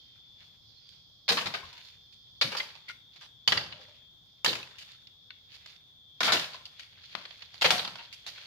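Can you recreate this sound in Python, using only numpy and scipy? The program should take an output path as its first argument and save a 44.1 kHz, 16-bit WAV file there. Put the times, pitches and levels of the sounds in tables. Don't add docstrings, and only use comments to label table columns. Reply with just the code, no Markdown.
import sys
import numpy as np
from scipy import signal
from scipy.fft import rfft, irfft, next_fast_len
from scipy.io import wavfile
from scipy.ndimage import uniform_filter1d

SR = 44100
rng = np.random.default_rng(int(sys.argv[2]) if len(sys.argv) > 2 else 0)


def file_out(sig):
    cols = np.atleast_2d(sig).T
    lim = np.clip(cols, -1, 1)
    pcm = np.round(lim * 32767).astype(np.int16)
    wavfile.write(sys.argv[1], SR, pcm)


N = 373086
TIME = np.arange(N) / SR

# frequency_hz, level_db
FOREST_TONE = [(25, -16), (60, -1), (115, 5), (200, -5.5), (350, -13.5), (1000, -17), (2600, -25.5),
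               (3050, -17), (3450, 5), (3850, -11.5), (5000, -20), (6900, -23.5), (7700, -35), (12500, -35),
               (14000, -20), (15200, -31)]
# pitch_hz, level_db, pan_db
INSECT_NOTES = [(3190, -69.5, -3.5), (3250, -68.5, 14.5), (3555, -63.5, 0), (3437, -66, 12),
                (3670, -77.5, 20)]
# time_s, level_db, pitch_shift_hz
INSECT_SWELLS = [(0, 4, 0), (.55, -4.5, 6), (1.1, -3, 20), (2.2, -1, 0), (2.999, -0.5, 69),
                 (3.351, -0.5, 39.5), (4.25, -2.5, 2), (5.1, 0, 70), (5.901, -4, 75), (6.12, 0.5, 10.5),
                 (6.901, -1.5, -0.5), (8.46, 1, 0)]
# start_s, level_db, length_s
PLANT_BRUSHES = [(0, -64.5, .2), (0.3, -62, 0.17), (0.604, -68.5, 0.36), (3.1, -60, 0.037),
                 (4.668, -58, 0.26), (5.438, -56, 0.24), (6.688, -53.5, 0.6), (7.004, -53, 0.64),
                 (7.962, -54, 0.19), (8.201, -43.5, 0.18)]
# start_s, level_db, length_s
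BLADE_SWINGS = [(1.28, -54, 0.56), (2.41, -54, 0.31), (3.477, -55, 0.39), (4.446, -59.5, 0.48),
                (6.206, -44.5, 0.26), (7.62, -41, 0.18)]
# frequency_hz, level_db
LEAF_TONE = [(100, -44), (400, -10), (1000, -11), (2200, 1), (4400, 5), (5600, -8.5), (6900, -13),
             (7900, -26.5), (15000, -18.5)]
# frequency_hz, level_db
ECHO_TONE = [(60, -7.5), (200, 8), (600, 1), (1500, -2), (4500, -2.5), (8000, 3.5), (15000, 7)]
# start_s, level_db, pitch_hz, length_s
BIRD_WHISTLES = [(0.685, -66, 4740, 0.054), (.75, -59, 4230, 0.062), (0.81, -60, 4730, 0.15)]
# frequency_hz, level_db
STEM_TONE = [(60, -30), (150, -15.5), (320, -15.5), (480, -4.5), (1000, -1), (2000, -0.5), (3300, 0.5),
             (4700, 0.5), (5600, -7), (6900, -10.5), (7900, -19), (14500, -24.5), (17000, -58.5)]
# start_s, level_db, length_s, bass_db, treble_db, pan_db
TWIG_SNAPS = [(0.891, -47.5, 0.0023, -40, -4, -15), (1.729, -49, 0.015, -12, -1, 1),
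              (2.125, -55.5, .021, -37, -4.5, -8), (2.753, -49, 0.011, 0, -10, -9.5),
              (2.887, -41.5, 0.031, -17, -7.5, 4), (3.16, -51.5, .02, -5, -7, -4),
              (3.21, -49.5, 0.054, -3, -3.5, 0), (3.726, -35.5, 0.0093, -27, -54, 2),
              (4.784, -42.5, .02, -28, -1.5, 5), (4.808, -46.5, 0.026, -14, -1, -1),
              (4.918, -44, 0.003, -26, -3, -2), (5.071, -45, 0.0059, -35.5, -16, -2),
              (5.305, -33.5, 0.004, -21.5, -38.5, 2.5), (5.545, -51, 0.021, -21, -3, -1),
              (5.661, -42, 0.0043, -8, -1, -1.5), (5.762, -50.5, 0.0039, -28, -21, -11),
              (6.535, -43, 0.0069, -13, -8, 6), (6.655, -38.5, 0.012, -40, -7, 1.5),
              (6.795, -39.5, 0.014, -18.5, -6.5, 4.5), (7.1515, -24.5, 0.0014, 5, -10.5, 8.5),
              (7.2534, -39, 0.0078, -2.5, -13, 3), (7.3085, -41, 0.0044, -7, -27, -10),
              (7.4215, -40.5, 0.01, -6.5, -12, -4.5), (7.5426, -40.5, .0025, 0, -4, -6),
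              (7.985, -42.5, 0.034, -10, -35, 1), (8.127, -41, 0.02, -42, -1, -2),
              (8.265, -39, 0.029, -6.5, 0.5, -2)]
# start_s, level_db, length_s, bass_db, treble_db, ring_hz
STEM_CUTS = [(1.28, -29.5, .008, -10, -11, 4220), (1.289, -21.5, 0.019, -1.5, -3, 3930),
             (1.32, -28.5, 0.012, 0, 3.5, 3300), (1.371, -27, 0.024, -7.5, -13, 1140),
             (1.41, -35, 0.013, 5, -2, 716), (1.458, -33, 0.019, 1, -5.5, 3620),
             (1.539, -29.5, 0.017, -4.5, -11.5, 1480), (2.4126, -20.5, 0.015, -6, -7.5, 4200),
             (2.519, -39, 0.016, 8, -.5, 2740), (2.55, -34, 0.0052, 10, -4, 1060),
             (2.569, -32.5, 0.018, -8.5, -2, 5070), (2.599, -30.5, 0.0089, -8, -33, 2070),
             (3.476, -19.5, 0.0084, -2.5, -5.5, 3350), (3.521, -18.5, 0.0065, -0.5, -11.5, 3100),
             (3.573, -21.5, 0.0043, -2.5, -15.5, 4800), (4.446, -21, 0.0053, -1, 4.5, 2960),
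             (4.461, -18.5, 0.0039, -5, -8, 3850), (4.478, -26.5, 0.021, -31, -15, 4100),
             (4.53, -30.5, 0.0058, -4, -13, 2950), (4.553, -29.5, 0.0037, -4, -6, 2360),
             (6.2055, -24.5, 0.011, 2, -5, 1410), (6.231, -23.5, 0.0064, -3.5, -0.5, 3860),
             (6.244, -27.5, 0.036, -2, -.5, 3430), (6.278, -27, 0.031, 3.5, -24, 1360),
             (6.321, -22, 0.019, -3, 0, 3700), (6.342, -27, .013, 2.5, -21, 1430),
             (6.367, -26, 0.0075, -10, -23, 2980), (6.396, -27, 0.0035, -9, -4, 3300),
             (7.612, -28, 0.0082, -12, -6, 2450), (7.6196, -20, 0.0093, -3.5, -3.5, 3220),
             (7.6446, -18.5, .019, 0.5, -7.5, 2100), (7.7055, -18, 0.0055, 0.5, 2.5, 3440),
             (7.716, -31, 0.035, -7, -17, 740), (7.78, -32, .0085, -15, -5, 4400)]
# start_s, level_db, pitch_hz, decay_s
STALK_THUDS = [(1.288, -44, 192, 0.11), (1.453, -41.5, 125, 0.025), (1.635, -47.5, 89, .02),
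               (2.440, -35, 166, 0.023), (3.485, -46, 137, 0.059), (3.525, -38.5, 412, 0.029),
               (3.535, -48.5, 116, 0.14), (4.455, -47.5, 141, 0.077), (4.465, -36, 390, 0.044),
               (6.212, -43, 230, .07), (6.285, -44.5, 158, 0.073), (6.324, -31, 394, 0.025),
               (7.643, -44.5, 157, .11)]
# start_s, level_db, pitch_hz, decay_s
BAMBOO_KNOCKS = [(1.311, -36, 474, 0.031), (1.377, -31.5, 1090, 0.0091), (1.63, -49, 1057, .025),
                 (1.724, -63, 968, 0.071), (2.524, -45, 1624, .015), (2.602, -24.5, 2074, 0.0057),
                 (2.882, -43.5, 2106, 0.026), (2.896, -40, 1435, 0.011), (3.476, -17, 2986, .007),
                 (3.521, -17, 1975, 0.0041), (3.576, -25.5, 1950, 0.0059), (3.215, -61.5, 1192, .02),
                 (3.740, -62, 609, 0.065), (3.791, -60, 521, 0.036), (3.881, -67, 594, 0.06),
                 (4.45, -24.5, 905, 0.0055), (4.529, -29, 2954, .0051), (4.629, -35.5, 2600, 0.0044),
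                 (5.304, -46.5, 1493, 0.0053), (7.645, -29, 500, 0.023), (7.715, -36.5, 724, 0.053),
                 (7.990, -54, 938, 0.035)]
# pitch_multiple, level_db, decay_share
BAMBOO_NOTES = [(1, 1.5, 1), (1.54, -4, 0.6), (2.2, -12, .5)]
# frequency_hz, pan_db
MIC_BALANCE = [(60, 6), (700, 4), (1500, 3.5), (3000, 1), (4000, -4), (5000, -8.5), (6200, -3.5), (8000, 2),
               (12000, 0), (15000, 2)]
# frequency_hz, gain_db
MIC_WIDTH = [(60, -10), (400, -5), (900, -4), (1600, -0.5), (2600, 0.5), (4000, 0), (8000, 0), (15000, 0.5)]

PAN_SCATTER_DB = 1.6


def gain(db):
    return 10 ** (np.asarray(db) / 20)


def normalise(x):
    return x / np.sqrt(np.mean(x ** 2))


def pan(pan_db):
    return gain(np.array([[pan_db], [-pan_db]]) / 2)


def curve_db(table, hz):
    table_hz, db = np.transpose(table)
    return np.interp(np.log(hz + 1), np.log(table_hz), db)


def colour(x, db_at):
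    size = 2 * next_fast_len(x.shape[-1] // 2 + 2048, real=True)
    cepstrum = irfft(np.log(gain(db_at(np.fft.rfftfreq(size, 1 / SR)))))
    cepstrum[1:size // 2] *= 2
    cepstrum[size // 2 + 1:] = 0
    return irfft(rfft(x, size) * np.exp(rfft(cepstrum)))[..., :x.shape[-1]]


def with_tone(x, table):
    return colour(x, lambda hz: curve_db(table, hz))


def bump(hz, centre_hz, octaves):
    return np.exp(-.5 * (np.log2((hz + 1) / centre_hz) / octaves) ** 2)


def band(x, centre_hz, octaves):
    size = next_fast_len(x.shape[-1], real=True)
    bell = bump(np.fft.rfftfreq(size, 1 / SR), centre_hz, octaves)
    return irfft(rfft(x, size) * bell, size)[..., :x.shape[-1]]


def wander(rate_hz):
    values = rng.standard_normal(size=2048)
    steps = values[(TIME * rate_hz).astype(int) % len(values)]
    return uniform_filter1d(steps, int(SR / rate_hz))


def crackle(spread_db, size, grain_samples):
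    grains = gain(spread_db * np.minimum(rng.exponential(size=size // grain_samples + 1), 4))
    return normalise(np.repeat(grains, grain_samples)[:size] * rng.standard_normal((2, size)))


def forest(level_db=-63, swell_db=1):
    noise = normalise(with_tone(rng.standard_normal((2, N)), FOREST_TONE))
    return noise * gain(level_db + swell_db * wander(18))


def insect_drone(drift=.003, flutter_db=3, blur_radians=0.84):
    time_s, swell_db, shift_hz = np.transpose(INSECT_SWELLS)
    shared_shift_hz = np.interp(TIME, time_s, shift_hz)
    out = 0
    for hz, db, pan_db in INSECT_NOTES:
        pitch_hz = hz * (1 + drift * wander(1.9)) + shared_shift_hz
        phase = 2 * np.pi * np.cumsum(pitch_hz) / SR
        note = np.array([np.cos(phase + 2 * wander(2.9) + blur_radians * wander(60)) for _ in range(2)])
        out += gain(db) * pan(pan_db) * normalise(note * gain(flutter_db * wander(4.8)))
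    return out * gain(np.interp(TIME, time_s, swell_db))


def insect_hiss(level_db=-70, fade_db_per_s=0.9, swell_at_s=0.89, swell_s=0.37):
    noise = normalise(band(rng.standard_normal((2, N)), centre_hz=4300, octaves=0.27))
    swell_db = 9 * np.exp(-((TIME - swell_at_s) / swell_s) ** 2)
    flicker_db = 3.5 * wander(11) + 1.9 * wander(2.3)
    return noise * pan(-7) * gain(level_db - fade_db_per_s * TIME + swell_db + flicker_db)


def leaf_motion_db(time_s, rise_s=0.11, settle_db_per_s=81.5, still_db=-76):
    power = gain(still_db) ** 2
    for start_s, db, length_s in BLADE_SWINGS + PLANT_BRUSHES:
        rise = np.clip((time_s - start_s) / rise_s, 0, 1)
        settling_s = np.maximum(time_s - start_s - length_s, 0)
        power = power + (rise * gain(db - settle_db_per_s * settling_s)) ** 2
    return 10 * np.log10(power)


def leaf_rustle(offset_db=-2, patchy_db=4, flicker_db=3):
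    clicks = crackle(3, N, grain_samples=30)
    rustle = 0
    for centre_hz in 550 * 2. ** np.arange(5):
        rustle += band(clicks, centre_hz, octaves=0.56) * gain(flicker_db * wander(25))
    level_db = offset_db + leaf_motion_db(TIME) + patchy_db * wander(35)
    return normalise(with_tone(rustle, LEAF_TONE)) * gain(level_db)


def stick_ticks(lowest_hz=1300, octaves=1.7, spread_db=3, count=330, size=1024):
    out, t = np.zeros((2, N)), np.arange(size) / SR
    for when, pitch, strength, left_phase, right_phase in rng.random((count, 5)):
        start_s = when * N / SR
        hz = lowest_hz * 2 ** (octaves * pitch)
        db = leaf_motion_db(start_s) + spread_db * min(-np.log(1 - strength), np.pi)
        cycles = hz * t
        fade = (1 - np.exp(-cycles)) * np.exp(-cycles / 3.5)
        note = np.sin(2 * np.pi * (cycles + np.array([[left_phase], [right_phase]])))
        add(out, start_s, gain(db) * fade * note)
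    return out


def add(out, start_s, sound):
    i = max(int(start_s * SR), 0)
    out[:, i:i + sound.shape[1]] += sound[:, :N - i]


def trunk_echo(x, near_db=-5, near_s=0.05, far_db=-14, far_s=0.12, rise_s=.004, size=49152):
    t = np.arange(size) / SR
    rise = 1 - np.exp(-t / rise_s)
    near = normalise(rise * np.exp(-t / near_s) * crackle(2.8, size, grain_samples=20))
    far = normalise(rise * np.exp(-t / far_s) * crackle(1.5, size, grain_samples=60))
    far = colour(far, lambda hz: -5 * hz / 7000)
    echo = with_tone(gain(near_db) * near + gain(far_db) * far, ECHO_TONE) / np.sqrt(size)
    return signal.fftconvolve(x, echo, axes=1)[:, :N]


def bird(waver=0.0092, pan_db=-3):
    out = np.zeros((2, N))
    wobble = 1 + waver * wander(90.7)
    for start_s, db, hz, length_s in BIRD_WHISTLES:
        swell = np.sin(np.pi * np.clip((TIME - start_s) / length_s, 0, 1))
        whistle = np.sin(2 * np.pi * hz * np.cumsum(wobble) / SR)
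        out += gain(db) * pan(pan_db) * swell * whistle
    return out


def breaking_wood(rows, grain_db, bite, sag, release_s, ring_db, ring_octaves, shake_db, shake_s):
    size = 8192
    out, t = np.zeros((2, N)), np.arange(size) / SR
    for start_s, db, length_s, bass_db, treble_db, ring_hz, pan_db in rows:
        tear = np.exp(-sag * np.minimum(t / length_s, 1) - np.maximum(t - length_s, 0) / release_s)
        first_crack = 1 + bite * np.exp(-t / 0.00057)
        fibres = tear * first_crack * crackle(grain_db, size, grain_samples=9)
        fibres *= np.sqrt(2 * length_s * SR / np.sum(fibres ** 2))
        pull = gain(shake_db) * np.sqrt(length_s / shake_s)
        shiver = pull * np.exp(-t / shake_s) * crackle(1.2, size, grain_samples=24)
        ripple_db = 2 * rng.standard_normal(size=128)

        def stem_db(hz):
            bass = bass_db / (1 + (hz / 1400) ** 4)
            treble = treble_db / (1 + (5600 / (hz + 1)) ** 8)
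            ripple = np.interp(hz, np.linspace(0, SR / 2, len(ripple_db)), ripple_db)
            ring = ring_db * bump(hz, ring_hz, ring_octaves)
            return curve_db(STEM_TONE, hz) + bass + treble + ripple + ring

        add(out, start_s, gain(db) * pan(pan_db) * colour(fibres + shiver, stem_db))
    return out


def snapping_twigs(ring_hz=3090, scatter_octaves=0.34):
    rows = [(*twig, ring_hz * 2 ** (scatter_octaves * rng.standard_normal()), pan_db)
            for *twig, pan_db in TWIG_SNAPS]
    return breaking_wood(rows, grain_db=2.5, bite=1, sag=.5, release_s=0.0017,
                         ring_db=4, ring_octaves=.1, shake_db=-12, shake_s=0.0093)


def tearing_stems(pan_db=1.8):
    rows = [(*cut, pan_db + PAN_SCATTER_DB * rng.standard_normal()) for cut in STEM_CUTS]
    return breaking_wood(rows + splinter_rows(), grain_db=2, bite=0.45, sag=0.28, release_s=0.0054,
                         ring_db=5.5, ring_octaves=0.13, shake_db=-6.5, shake_s=0.037)


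def stalk_thuds(rise_s=0.014, size=16384):
    out, t = np.zeros((2, N)), np.arange(size) / SR
    for start_s, db, hz, decay_s in STALK_THUDS:
        flutter = band(rng.standard_normal(size), hz, octaves=0.54)
        swell = (1 - np.exp(-t / rise_s)) * np.exp(-t / decay_s)
        strength = gain(db) * np.sqrt(np.mean(swell ** 2))
        add(out, start_s, strength * normalise(flutter * swell)[None])
    return out


def bamboo_knocks(contact_s=0.0011, tremble_radians=0.94, size=24576):
    out, t = np.zeros((2, N)), np.arange(size) / SR
    rise = 1 - np.exp(-t / contact_s)
    for start_s, db, pitch_hz, decay_s in BAMBOO_KNOCKS:
        ring = 0
        for multiple, note_db, decay_share in BAMBOO_NOTES:
            hz = pitch_hz * multiple
            tremble = normalise(uniform_filter1d(rng.standard_normal((2, size)), size=300))
            phase = rng.uniform(0, 2 * np.pi) + rng.standard_normal((2, 1)) * hz / 4000
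            note = np.sin(2 * np.pi * hz * t + phase + tremble_radians * tremble)
            ring += gain(note_db) * np.exp(-t / (decay_s * decay_share)) * note
        add(out, start_s, gain(db) * rise * ring)
    return out


def splinter_rows(count=4, wait_s=.12, within_s=.22, over_leaves_db=18.5, fade_db_per_s=57.5,
                  length_s=0.003, bass_db=-2.5, treble_db=-11.5, middle_hz=2020):
    rows = []
    for swing_s, leaves_db, _ in BLADE_SWINGS:
        for k, (when, pitch, side) in enumerate(rng.random((count, 3))):
            late_s = within_s * (k + when) / count
            db = leaves_db + over_leaves_db - fade_db_per_s * late_s
            ring_hz = middle_hz * 2 ** (2 * pitch - 1)
            pan_db = PAN_SCATTER_DB * (2 * side - 1)
            rows.append((swing_s + wait_s + late_s, db, length_s, bass_db, treble_db, ring_hz, pan_db))
    return rows


def scene():
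    stems = gain(6.5) * tearing_stems()
    twigs = gain(4.5) * snapping_twigs()
    bamboo = gain(4) * bamboo_knocks()
    leaves = leaf_rustle() + stick_ticks()
    echo = trunk_echo(gain(-4) * leaves + stems + gain(-3) * twigs + gain(-12) * bamboo)
    clearing = stems + twigs + bamboo + leaves + echo + stalk_thuds()
    return clearing + insect_drone() + insect_hiss() + bird() + forest()


def record(dry, ceiling=0.98, top_hz=15700):
    size = next_fast_len(N, real=True)
    hz = np.fft.rfftfreq(size, 1 / SR)
    left, right = rfft(dry, size)
    width = gain(curve_db(MIC_WIDTH, hz))
    shared = (left + right) / 2 * np.sqrt(np.maximum(2 - width ** 2, .5))
    apart = (left - right) / 2 * width
    balance = gain(np.array([[1], [-1]]) * curve_db(MIC_BALANCE, hz) / 2)
    heard = irfft(np.array([shared + apart, shared - apart]) * balance, size)[:, :N]
    rounded_peaks = ceiling * np.tanh(heard / ceiling)
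    treble_cut = signal.ellip(8, .2, 70, top_hz, fs=SR, output="sos")
    return signal.sosfilt(treble_cut, rounded_peaks)


dry = scene()
out = record(dry)
file_out(out)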